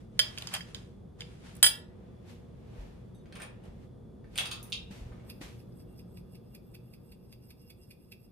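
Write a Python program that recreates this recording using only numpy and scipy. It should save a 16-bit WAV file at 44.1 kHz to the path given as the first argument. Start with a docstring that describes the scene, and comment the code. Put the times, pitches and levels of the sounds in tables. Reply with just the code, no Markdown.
"""In a kitchen, a spoon scrapes dry flour round a hand-held bowl, clinks on it and is dropped on the rim.
The cook's clothes rustle and steps thud; a jar and its cap knock across the room, then spice is shaken near by.
Flour, cloth and spice are shaped noise and random grains; bowl, spoon, cap and glass are struck ringing modes;
a fridge hums below it all as broad rumble with narrow noisy drones."""
import sys
import numpy as np
from scipy import signal
from scipy.fft import rfft, irfft
from scipy.io import wavfile

SR = 44100
rng = np.random.default_rng(int(sys.argv[2]) if len(sys.argv) > 2 else 0)


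def waveform_to_disk(signal):
    """Save audio, clipped to [-1, 1], as 16-bit WAV at the path in sys.argv[1]."""
    frames = np.transpose(np.atleast_2d(signal))
    scaled = np.clip(frames, -1, 1) * 32767
    samples = np.round(scaled).astype(np.int16)
    wavfile.write(sys.argv[1], SR, samples)


N = 366471


def amp(db):
    """dB to gain."""
    return 10 ** (np.asarray(db) / 20)


def rms_one(x):
    """Scale to rms 1."""
    return x / np.sqrt(np.mean(x ** 2) + 1e-20)


def in_time(rows):
    """A gate that fades within 30 ms beyond the ends of a curve, then its columns at every sample."""
    s, *columns = np.transpose(rows)
    t = np.arange(N) / SR
    gate = np.interp(t, [s[0] - .03, s[0], s[-1], s[-1] + .03], [0, 1, 1, 0])
    return [gate] + [np.interp(t, s, column) for column in columns]


def at_hz(points, hz):
    """Read a spectrum on a log-frequency axis."""
    point_hz, values = np.array(points).T
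    return np.interp(np.log(hz), np.log(np.maximum(point_hz, 1)), values)


def swells(rows):
    """One gain curve per row: a straight climb in dB to the peak, a straight fall after it."""
    swell_db = 20   # this far under the peak one rise before and one fall after it
    s, peak_db, rise, fall = np.transpose(rows)[:4, :, None]
    late = np.arange(0, N + 64, 64) / SR - s   # every 64th sample is enough
    return amp(peak_db - swell_db * np.where(late < 0, -late / rise, late / fall))


def spread(coarse):
    """From every 64th sample to every sample."""
    return np.interp(np.arange(N) / 64, np.arange(len(coarse)), coarse)


def strikes(times, heights):
    """A train of single-sample clicks."""
    out = np.full(N, 1e-18)
    np.add.at(out, (np.asarray(times) * SR).astype(int), heights)
    return out


def contacts(hits):
    """Each hit is a short spray of tiny impacts: the sample positions and rows of decaying noise."""
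    t = np.arange(SR // 25) / SR
    s, strength_db, long = np.transpose(hits)[:3, :, None]
    spray = rng.standard_normal((len(hits), len(t))) * np.exp(-t / np.maximum(long, 3e-4))
    spray = spray / np.sqrt(np.sum(spray ** 2, 1, keepdims=True))   # same energy at any length
    return (s * SR).astype(int) + np.arange(len(t)), amp(strength_db) * spray


def laid(at, rows):
    """Rows of samples added into one track."""
    return np.bincount(at.ravel(), rows.ravel(), N) + 1e-18


def grains(per_s, spread_db):
    """Random clicks of uneven size; rms 1."""
    sizes = amp(spread_db * np.minimum(rng.exponential(1, N), 5)) * rng.choice([-1, 1], N)
    return rms_one(sizes * (rng.random(N) < per_s / SR))


def ring(x, hz, t60):
    """A decaying sine, set off at height 1 by a unit click."""
    r = amp(-60 / (max(t60, 1e-3) * SR))
    w = 2 * np.pi * hz / SR
    return signal.lfilter([0, np.sin(w)], [1, -2 * r * np.cos(w), r * r], x)


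def resonate(x, hz, width_hz):
    """Two-pole resonance with gain 1 on top."""
    r = np.exp(-np.pi * width_hz / SR)
    poles = [1, -2 * r * np.cos(2 * np.pi * hz / SR), r * r]
    return signal.lfilter([(1 - r * r) / 2, 0, (r * r - 1) / 2], poles, x)


def coloured(source, spectrum, bright_db=0):
    """Two unrelated streams to stereo: level and likeness by frequency; brightness tilts about 3 kHz."""
    # How alike left and right are, held within 0 to 1: f/Hz, likeness
    alike_points = [(60, 0.95), (180, 0.8), (550, -0.97), (1650, -0.34), (4970, -1.85), (15000, -3)]
    hz = np.maximum(np.fft.rfftfreq(N, 1 / SR), 1)
    alike = np.clip(at_hz(alike_points, hz), 0, 1)
    mid, side = rfft(source) * amp(at_hz(spectrum, hz)) * np.sqrt([1 + alike, 1 - alike])
    both = rms_one(irfft([mid + side, mid - side], N))
    low = signal.lfilter(*signal.butter(1, 3000, fs=SR), both)
    return low * amp(-bright_db) + (both - low) * amp(bright_db)


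def placed(x, pan_db, lag_s, room_db):
    """Direct sound, panned and later on the right, plus the kitchen: a noise tail that dies band by band."""
    # Decay of the room: f/Hz, t60/s
    room_decay = [(500, 0.59), (2000, 0.34), (6000, 0.25), (14000, 0.2)]
    t = np.arange(SR // 2) / SR
    edges = 250 * 2. ** np.arange(0, 6.5, .5)   # half-octave bands
    white, tail = rng.standard_normal((2, len(t))), 0
    for low, high in zip(edges, edges[1:]):
        band = signal.sosfilt(signal.butter(2, [low, high], "band", fs=SR, output="sos"), white)
        tail = tail + band * amp(-60 * t / at_hz(room_decay, np.sqrt(low * high)))
    tail = tail * np.clip(t / 0.0009, 0, 1)   # echoes build up
    tail = tail / np.sqrt(np.sum(tail[0] ** 2))
    wet = signal.fftconvolve(x[None], tail, axes=1)[:, :N]
    late = irfft(rfft(x) * np.exp(-2j * np.pi * np.fft.rfftfreq(N, 1 / SR) * lag_s), N)
    direct = np.array([x * amp(pan_db / 2), late * amp(-pan_db / 2)])
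    return direct + amp(room_db) * wet


def fridge():
    """Fridge and house: broad rumble with a few narrow noisy drones, all on one slow level curve."""
    # Course of the hum: t/s, level/dB
    hum_course = [(0.0, -50), (2.8, -50), (5.67, -49), (8.31, -57.5)]
    # Spectrum of the rumble: f/Hz, relative level/dB
    rumble_spectrum = [(15, -47), (25, -14), (48, 1), (127, 0), (223, -1.5), (270, -8), (363, -8.5),
                       (463, -12), (1610, -37.5), (2690, -61.5), (2990, -47), (4740, -48), (6920, -53.5),
                       (12200, -52), (16000, -68)]
    # Drones against the rumble: f/Hz, width/Hz, level/dB
    drone_bands = [(119, 3.7, -8.5), (179, 2.2, -12.5), (367.8, 13, -17), (479.2, 13, -17), (1220, 30, -37),
                   (3430, 72, -35), (9100, 140, -43.5)]
    rumble = coloured(rng.standard_normal((2, N)), rumble_spectrum)
    drones = 0
    for hz, width_hz, db in drone_bands:
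        drones = drones + amp(db) * rms_one(resonate(rng.standard_normal(N), hz, width_hz))
    _, level_db = in_time(hum_course)
    return amp(level_db) * (rumble + drones)


def stirring():
    """Flour hisses under the spoon, and its edge catches on the glaze in dense small clicks."""
    # Strokes through the flour: t of the peak/s, level/dB, rise/s, fall/s
    strokes = [(0.005, -72.5, 0.01, 0.11), (.25, -56.5, 0.083, 0.14), (.42, -55.5, 0.16, 0.32),
               (.55, -41, 0.037, 0.05), (.68, -67, .1, 0.23), (.755, -62.5, 0.016, 0.13),
               (1.2, -62, 0.0187, .15), (1.33, -70.5, 0.16, .2), (1.47, -60.5, 0.094, 0.27),
               (1.57, -77.5, 0.027, .06)]
    # Spectrum of the hiss before its tilt: f/Hz, relative level/dB
    flour_spectrum = [(350, -35), (600, -2.5), (2940, -2), (3650, -3.5), (4290, -4.5), (10300, -6),
                      (13700, -19.5), (15000, -54.5)]
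    # Held spoon on the bare rim: t/s, strength/dB, crack f/Hz, bowl ring/dB, spoon ring/dB
    rim_hits = [(.192, -9, 3330, -8, -9.5), (.197, -20.5, 3200, -23, -0.5)]
    # Held spoon on the bowl under the flour: t/s, strength/dB, crack f/Hz, bowl ring/dB, spoon ring/dB
    buried_hits = [(0.376, -30.5, 2620, -7, -26), (.384, -25.5, 3230, -35, -11),
                   (0.422, -29, 2820, -31, -11.5), (0.4714, -28, 4800, -12.5, -27),
                   (.488, -36, 3200, -13, -31), (0.516, -47, 3200, -15, -29),
                   (0.5378, -28.5, 3300, -1.5, 3), (0.54, -22, 1490, -33, -1.5),
                   (0.55, -26.5, 3300, -14, -6), (0.564, -38.5, 2400, 4, -22), (.607, -32.5, 1900, -6, -22),
                   (.7465, -30, 3460, -11, -15), (1.207, -28.5, 3150, -14.5, -30),
                   (1.2191, -32.5, 2200, -29, -32), (1.552, -56, 5987, -24, 12.5),
                   (1.566, -63, 5950, -14, 21)]
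    bright_db, drag_db = -8.5, -34.5   # tilt of the hiss; glaze clicks below the strokes
    contact_s = .002   # decay of the spray of a held contact
    grip, rim_ring, buried_ring = .15, 0.62, .35   # shares of ring time: spoon in fingers, bowl free, bowl pressed

    push = spread(swells(strokes).sum(0))
    hiss = coloured([grains(9000, 3.0), grains(9000, 3.0)], flour_spectrum, bright_db)
    rim = [(s, db, contact_s, *rest) for s, db, *rest in rim_hits]
    buried = [(s, db, contact_s, *rest) for s, db, *rest in buried_hits]
    drag = push * amp(drag_db) * grains(2000, 4.2)
    return push * hiss, bowl(rim, 0, grip, rim_ring) + bowl(buried, drag, grip, buried_ring)


def bowl(hits, drag, grip, pressed):
    """Each contact cracks and strikes the modes of bowl and spoon; dragging keeps the same modes whispering."""
    # Modes of the bowl: f/Hz
    bowl_hz = [900, 1437, 1698, 1945, 2293, 2735, 3120, 3176, 3370, 4118, 4893, 4955, 5512, 6150, 6944]
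    # The same modes: level/dB, t60 before damping/s
    bowl_modes = [(-16.5, .04), (-7.5, .07), (-6, .1), (-7, .07), (-12, .08), (-9.5, .08), (-4, .19),
                  (-1.5, .22), (-5.5, .14), (-13, .1), (-7.5, .2), (-5, .22), (-11, .12), (-10.5, .08),
                  (-11.5, .2)]
    # Modes of the spoon: f/Hz
    spoon_hz = [7800, 7959, 8554, 8627, 8966, 9410, 9464, 10250, 10508, 10575, 11905, 13178, 15084, 15159]
    # The same modes: level/dB, t60 before damping/s
    spoon_modes = [(-11, .09), (-2, .1), (-8, .12), (-7, .12), (-8, .12), (0, .12), (-3, .12), (-9, .07),
                   (-6, .1), (-1, .11), (-7, .1), (-6, .09), (-4, .07), (-7, .07)]
    reach_db = 3.5   # bowl modes are struck this much less per octave away from the crack

    at, spray = contacts(hits)
    s, strength_db, _, crack_hz, bowl_db, spoon_db = np.transpose(hits)
    cracks = [resonate(resonate(row, hz, .8 * hz), hz, .8 * hz) for row, hz in zip(spray, crack_hz)]
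    board = resonate(laid(at, spray), 700, 820)   # the blow passes into the board under the bowl
    out = amp(24.0) * laid(at, np.array(cracks)) + amp(13.5) * board
    for k, (hz, (level_db, t60)) in enumerate(zip(bowl_hz, bowl_modes)):
        octaves = np.abs(np.log2(hz / crack_hz))
        on_bowl = strikes(s, amp(strength_db + bowl_db - reach_db * octaves)) + drag
        out += (-1) ** k * amp(level_db) * ring(on_bowl, hz, pressed * t60)   # neighbours in opposition
    on_spoon = strikes(s, amp(strength_db + spoon_db - 5.5)) + drag
    for k, (hz, (level_db, t60)) in enumerate(zip(spoon_hz, spoon_modes)):
        out += (-1) ** k * amp(level_db) * ring(on_spoon, hz, grip * t60)
    # keeps the summed modes from adding bass below the ringing
    return signal.lfilter(*signal.butter(2, 300, "high", fs=SR), out)


def cook():
    """Cloth and slippers rustle as swelling noise; heels and soles thud as low decaying sines."""
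    # Moves: t of the peak/s, level/dB, rise/s, fall/s, brightness/dB
    gestures = [(2.05, -68, 0.63, 1, -2.5), (2.299, -55.5, 0.064, 0.13, 7.5), (2.81, -56, .3, 0.34, 1),
                (3.42, -53.5, .15, 0.2, -3.5), (3.655, -58.5, 0.043, 0.14, 0),
                (3.84, -64.5, 0.16, 0.078, 3), (4.408, -42.5, 0.058, 0.11, 10),
                (4.68, -58.5, 0.39, 0.45, 4.5), (4.912, -57, 0.0083, 0.42, 11.5),
                (5.06, -67.5, 0.097, 0.6, -13.5), (5.3, -70.5, 0.18, 0.091, -5),
                (5.415, -52.5, 0.0089, 0.17, 15)]
    # Spectrum of the rustle before its tilt: f/Hz, relative level/dB
    rustle_spectrum = [(290, -19.5), (500, 0.5), (1370, -13), (2640, -14.5), (2920, -17), (9510, -31),
                       (13200, -34.5), (15000, -47.5)]
    # Heels and soles before the low-pass: t/s, level/dB, f/Hz, t60/s
    footfalls = [(2.782, -34.5, 45.5, 0.37), (3.683, -40.5, 46.7, 0.25), (4.906, -33, 200, 0.046),
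                 (5.013, -28, 60.4, 0.042), (5.036, -30, 147, 0.028), (5.06, -31, 100, .05),
                 (5.11, -33, 68.8, .05), (5.172, -41, 60, 0.055), (5.41, -33, 300, .06),
                 (5.427, -42.5, 55, 0.28)]
    moves = swells(gestures) + 1e-9
    bright_db = spread(np.transpose(gestures)[-1] @ moves / moves.sum(0))   # the louder move decides
    rustle = spread(moves.sum(0)) * coloured(rng.standard_normal((2, N)), rustle_spectrum, bright_db)
    thuds = sum(ring(strikes([s], amp(db)), hz, t60) for s, db, hz, t60 in footfalls)
    return rustle + signal.lfilter(*signal.butter(2, 250, fs=SR), thuds)


def jar():
    """Knocks are hollow rattles over a thud and a ring of the cap; thread clicks crack, touched glass rings."""
    # Glass touches glass: t/s, strength/dB
    glass_hits = [(3.1473, -66.5)]
    # Modes of the glass: f/Hz, level/dB, t60/s
    glass_modes = [(3736, 0, 0.1), (4495, -14, 0.24), (6137, -9, 0.14), (8021, -8, 0.13), (9189, -13, 0.35),
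                   (9781, -16, 0.28), (11270, -4, 0.15)]
    # Knocks: t/s, strength/dB, rattle decay/s, body f/Hz, body width/Hz, thud/dB, cap ring/dB
    knocks = [(3.2572, -44, 0.005, 1846, 1825, -7, -45.5), (3.3247, -29, 0.0019, 2300, 1800, -32, -34.5),
              (3.354, -29, 0.013, 2130, 2000, -5, -26), (3.4, -24, 0.023, 1680, 1600, -18, -31),
              (3.4184, -26, 0.0079, 2400, 2200, -8, -21), (3.6376, -48.5, 0.0021, 2910, 1500, -10.5, -22.5),
              (4.2432, -45, 0.0021, 1266, 1000, -7.5, -44), (4.357, -25, 0.0024, 2260, 2000, -22, -21.5),
              (4.368, -33, .001, 3320, 3000, -25, -35), (4.378, -10, 0.00064, 2780, 4000, -23, -26),
              (4.3854, -8, 0.0015, 2600, 2600, -8, -43), (4.456, -18, .004, 2600, 3000, -9, -27),
              (4.513, -15, 0.0082, 2960, 2400, -8.5, -29), (4.7224, -16, 0.0012, 3390, 2010, -29, -40),
              (4.727, -11.5, .002, 3300, 2000, -31, -47.5), (5.1216, -40, .004, 1290, 700, -15, -40),
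              (5.198, -42, 0.0028, 1830, 900, -15, -43)]
    # Modes of the cap: f/Hz, level/dB, t60/s
    cap_modes = [(8100, -6, .025), (8700, -3, .03), (9140, 0, .04), (11800, -10, .025)]
    # Cap clicks on its thread: t/s, strength/dB
    thread_clicks = [(4.378, -51), (4.4575, -42), (4.6292, -20.5), (4.637, -38), (4.645, -38), (4.7, -31)]
    thud_hz, thud_width_hz = 1350, 760
    click_s = .001   # decay of the spray of a click

    s, strength_db, _, hz, width_hz, thud_db, cap_db = np.transpose(knocks)
    at, spray = contacts(knocks)
    body = np.array([resonate(resonate(row, f, w), f, w) for row, f, w in zip(spray, hz, width_hz)])
    body = body * np.sqrt(SR / width_hz)[:, None]   # make up for the loss in a narrow body
    thud = resonate(laid(at, spray * amp(thud_db)[:, None]), thud_hz, thud_width_hz)
    thud = thud * np.sqrt(SR / thud_width_hz)
    clicks = [(click_at, db, click_s) for click_at, db in thread_clicks]
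    crack = resonate(laid(*contacts(clicks)), 10700, 3900)
    cap = sum(ring(strikes(s, amp(strength_db + cap_db + db)), f, t60) for f, db, t60 in cap_modes)
    s, strength_db = np.transpose(glass_hits)
    glass = sum(ring(strikes(s, amp(strength_db + db)), f, t60) for f, db, t60 in glass_modes)
    return laid(at, body) + thud + crack + cap + glass


def shaker():
    """Sliding grains swell and land in a burst against the pierced end, all through the shaker's resonances."""
    # Spice trickling inside: t/s, level/dB
    trickle_course = [(5.2, -88.5), (5.35, -53), (5.6, -65.5), (5.7, -65), (8.31, -60)]
    # Throws: t/s, landing/dB, swish of the fall back/dB
    shakes = [(5.298, -29.5, -68), (5.5991, -49.5, -66), (5.7998, -49, -58), (5.992, -44.5, -60.5),
              (6.171, -40.5, -63), (6.3493, -42.5, -59.5), (6.548, -36, -60.5), (6.7455, -36, -57),
              (6.935, -41.5, -58.5), (7.118, -41.5, -59), (7.3248, -38.5, -54.5), (7.503, -38.5, -50),
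              (7.701, -36.5, -52), (7.9081, -36.5, -56), (8.1191, -34, -52.5)]
    # Resonances of the shaker: f/Hz, width/Hz, level/dB
    resonances = [(2300, 700, -7), (2650, 200, 1), (3430, 200, -9), (4860, 350, -4), (8700, 1800, -18),
                  (12400, 1300, -10)]
    # Narrow modes in which sliding grains sing: f/Hz, width/Hz, level/dB
    singing_modes = [(2760, 27, 1.5), (5070, 330, -4.5), (8370, 295, -9), (11240, 250, -8),
                     (12730, 390, -3.5)]
    landing_s, return_s = 0.0096, 0.12   # decay of a landing; the spice falls back this long after the throw
    swish_s, throw_swish_db = 0.041, -52.5   # rise and level of the swish before a landing
    swish_tilt_db, trickle_tilt_db = 6, 4   # brightness per octave
    clumps_per_s, clumpy_db = 40, 5   # the grains slide in clumps

    t = np.arange(N) / SR
    burst = swish = 0
    throws = [(s, landing_db, throw_swish_db) for s, landing_db, _ in shakes]
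    returns = [(s + return_s, -np.inf, back_db) for s, _, back_db in shakes]   # no landing
    for s, landing_db, swish_db in throws + returns:
        late = t - s - .002
        landing = np.exp(-np.abs(late) / np.where(late > 0, landing_s, 0.35 * landing_s))
        burst = burst + amp(landing_db) * landing
        swish = swish + amp(swish_db) * np.exp(-(late / np.where(late > 0, .025, swish_s)) ** 2)
    thrown = burst * grains(12000, 3.4)
    sliding = swish * grains(8000, 3.5)
    gate, trickle_db = in_time(trickle_course)
    trickle = gate * amp(trickle_db) * grains(8000, 2.6)
    out = 0
    for k, (hz, width_hz, db) in enumerate(resonances):
        octaves = np.log2(hz / 12000)   # light grains reach the high resonances best
        drive = thrown + amp(swish_tilt_db * octaves) * sliding + amp(trickle_tilt_db * octaves) * trickle
        out = out + (-1) ** k * amp(db) * resonate(drive, hz, width_hz)
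    for hz, width_hz, db in singing_modes:
        clumps = np.interp(t * clumps_per_s, np.arange(1000), rng.standard_normal(1000))
        out = out + amp(db) * resonate(sliding * amp(clumpy_db * clumps), hz, width_hz)
    return out


def scene():
    """Bowl and shaker are near and off to one side, the jar is across the room."""
    # Dropped spoon bouncing on the rim: t/s, strength/dB, contact decay/s, crack f/Hz, bowl ring/dB, spoon ring/dB
    bounces = [(1.6277, -8, 0.002, 4070, -7.5, -0.5), (1.6411, -12, 0.0088, 3470, -1, -5.5),
               (1.6546, -29.5, 0.006, 3500, -5, 12), (1.6633, -16.5, 0.01, 3530, -1, -2.5)]
    near_pan_db, far_pan_db, lag_s = -4.5, -4, 0.0001   # left over right; delay of the right
    bowl_room_db, shaker_room_db, jar_room_db = -7.5, -9, 5

    hum = fridge()
    flour, clinks = stirring()
    dropped = bowl(bounces, 0, 0.54, 0.48)   # let go, the spoon rings longer
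    near = placed(clinks + dropped, near_pan_db, lag_s, bowl_room_db)
    far = placed(jar(), far_pan_db, 0, jar_room_db)
    spice = placed(shaker(), near_pan_db, lag_s, shaker_room_db)
    return hum + flour + near + cook() + far + spice


def record(dry):
    """The deepest bass and the top are cut."""
    dry = signal.sosfilt(signal.butter(2, 30, "high", fs=SR, output="sos"), dry)
    return signal.sosfilt(signal.cheby2(12, 70, 16500, fs=SR, output="sos"), dry)


dry = scene()
out = record(dry)
waveform_to_disk(out)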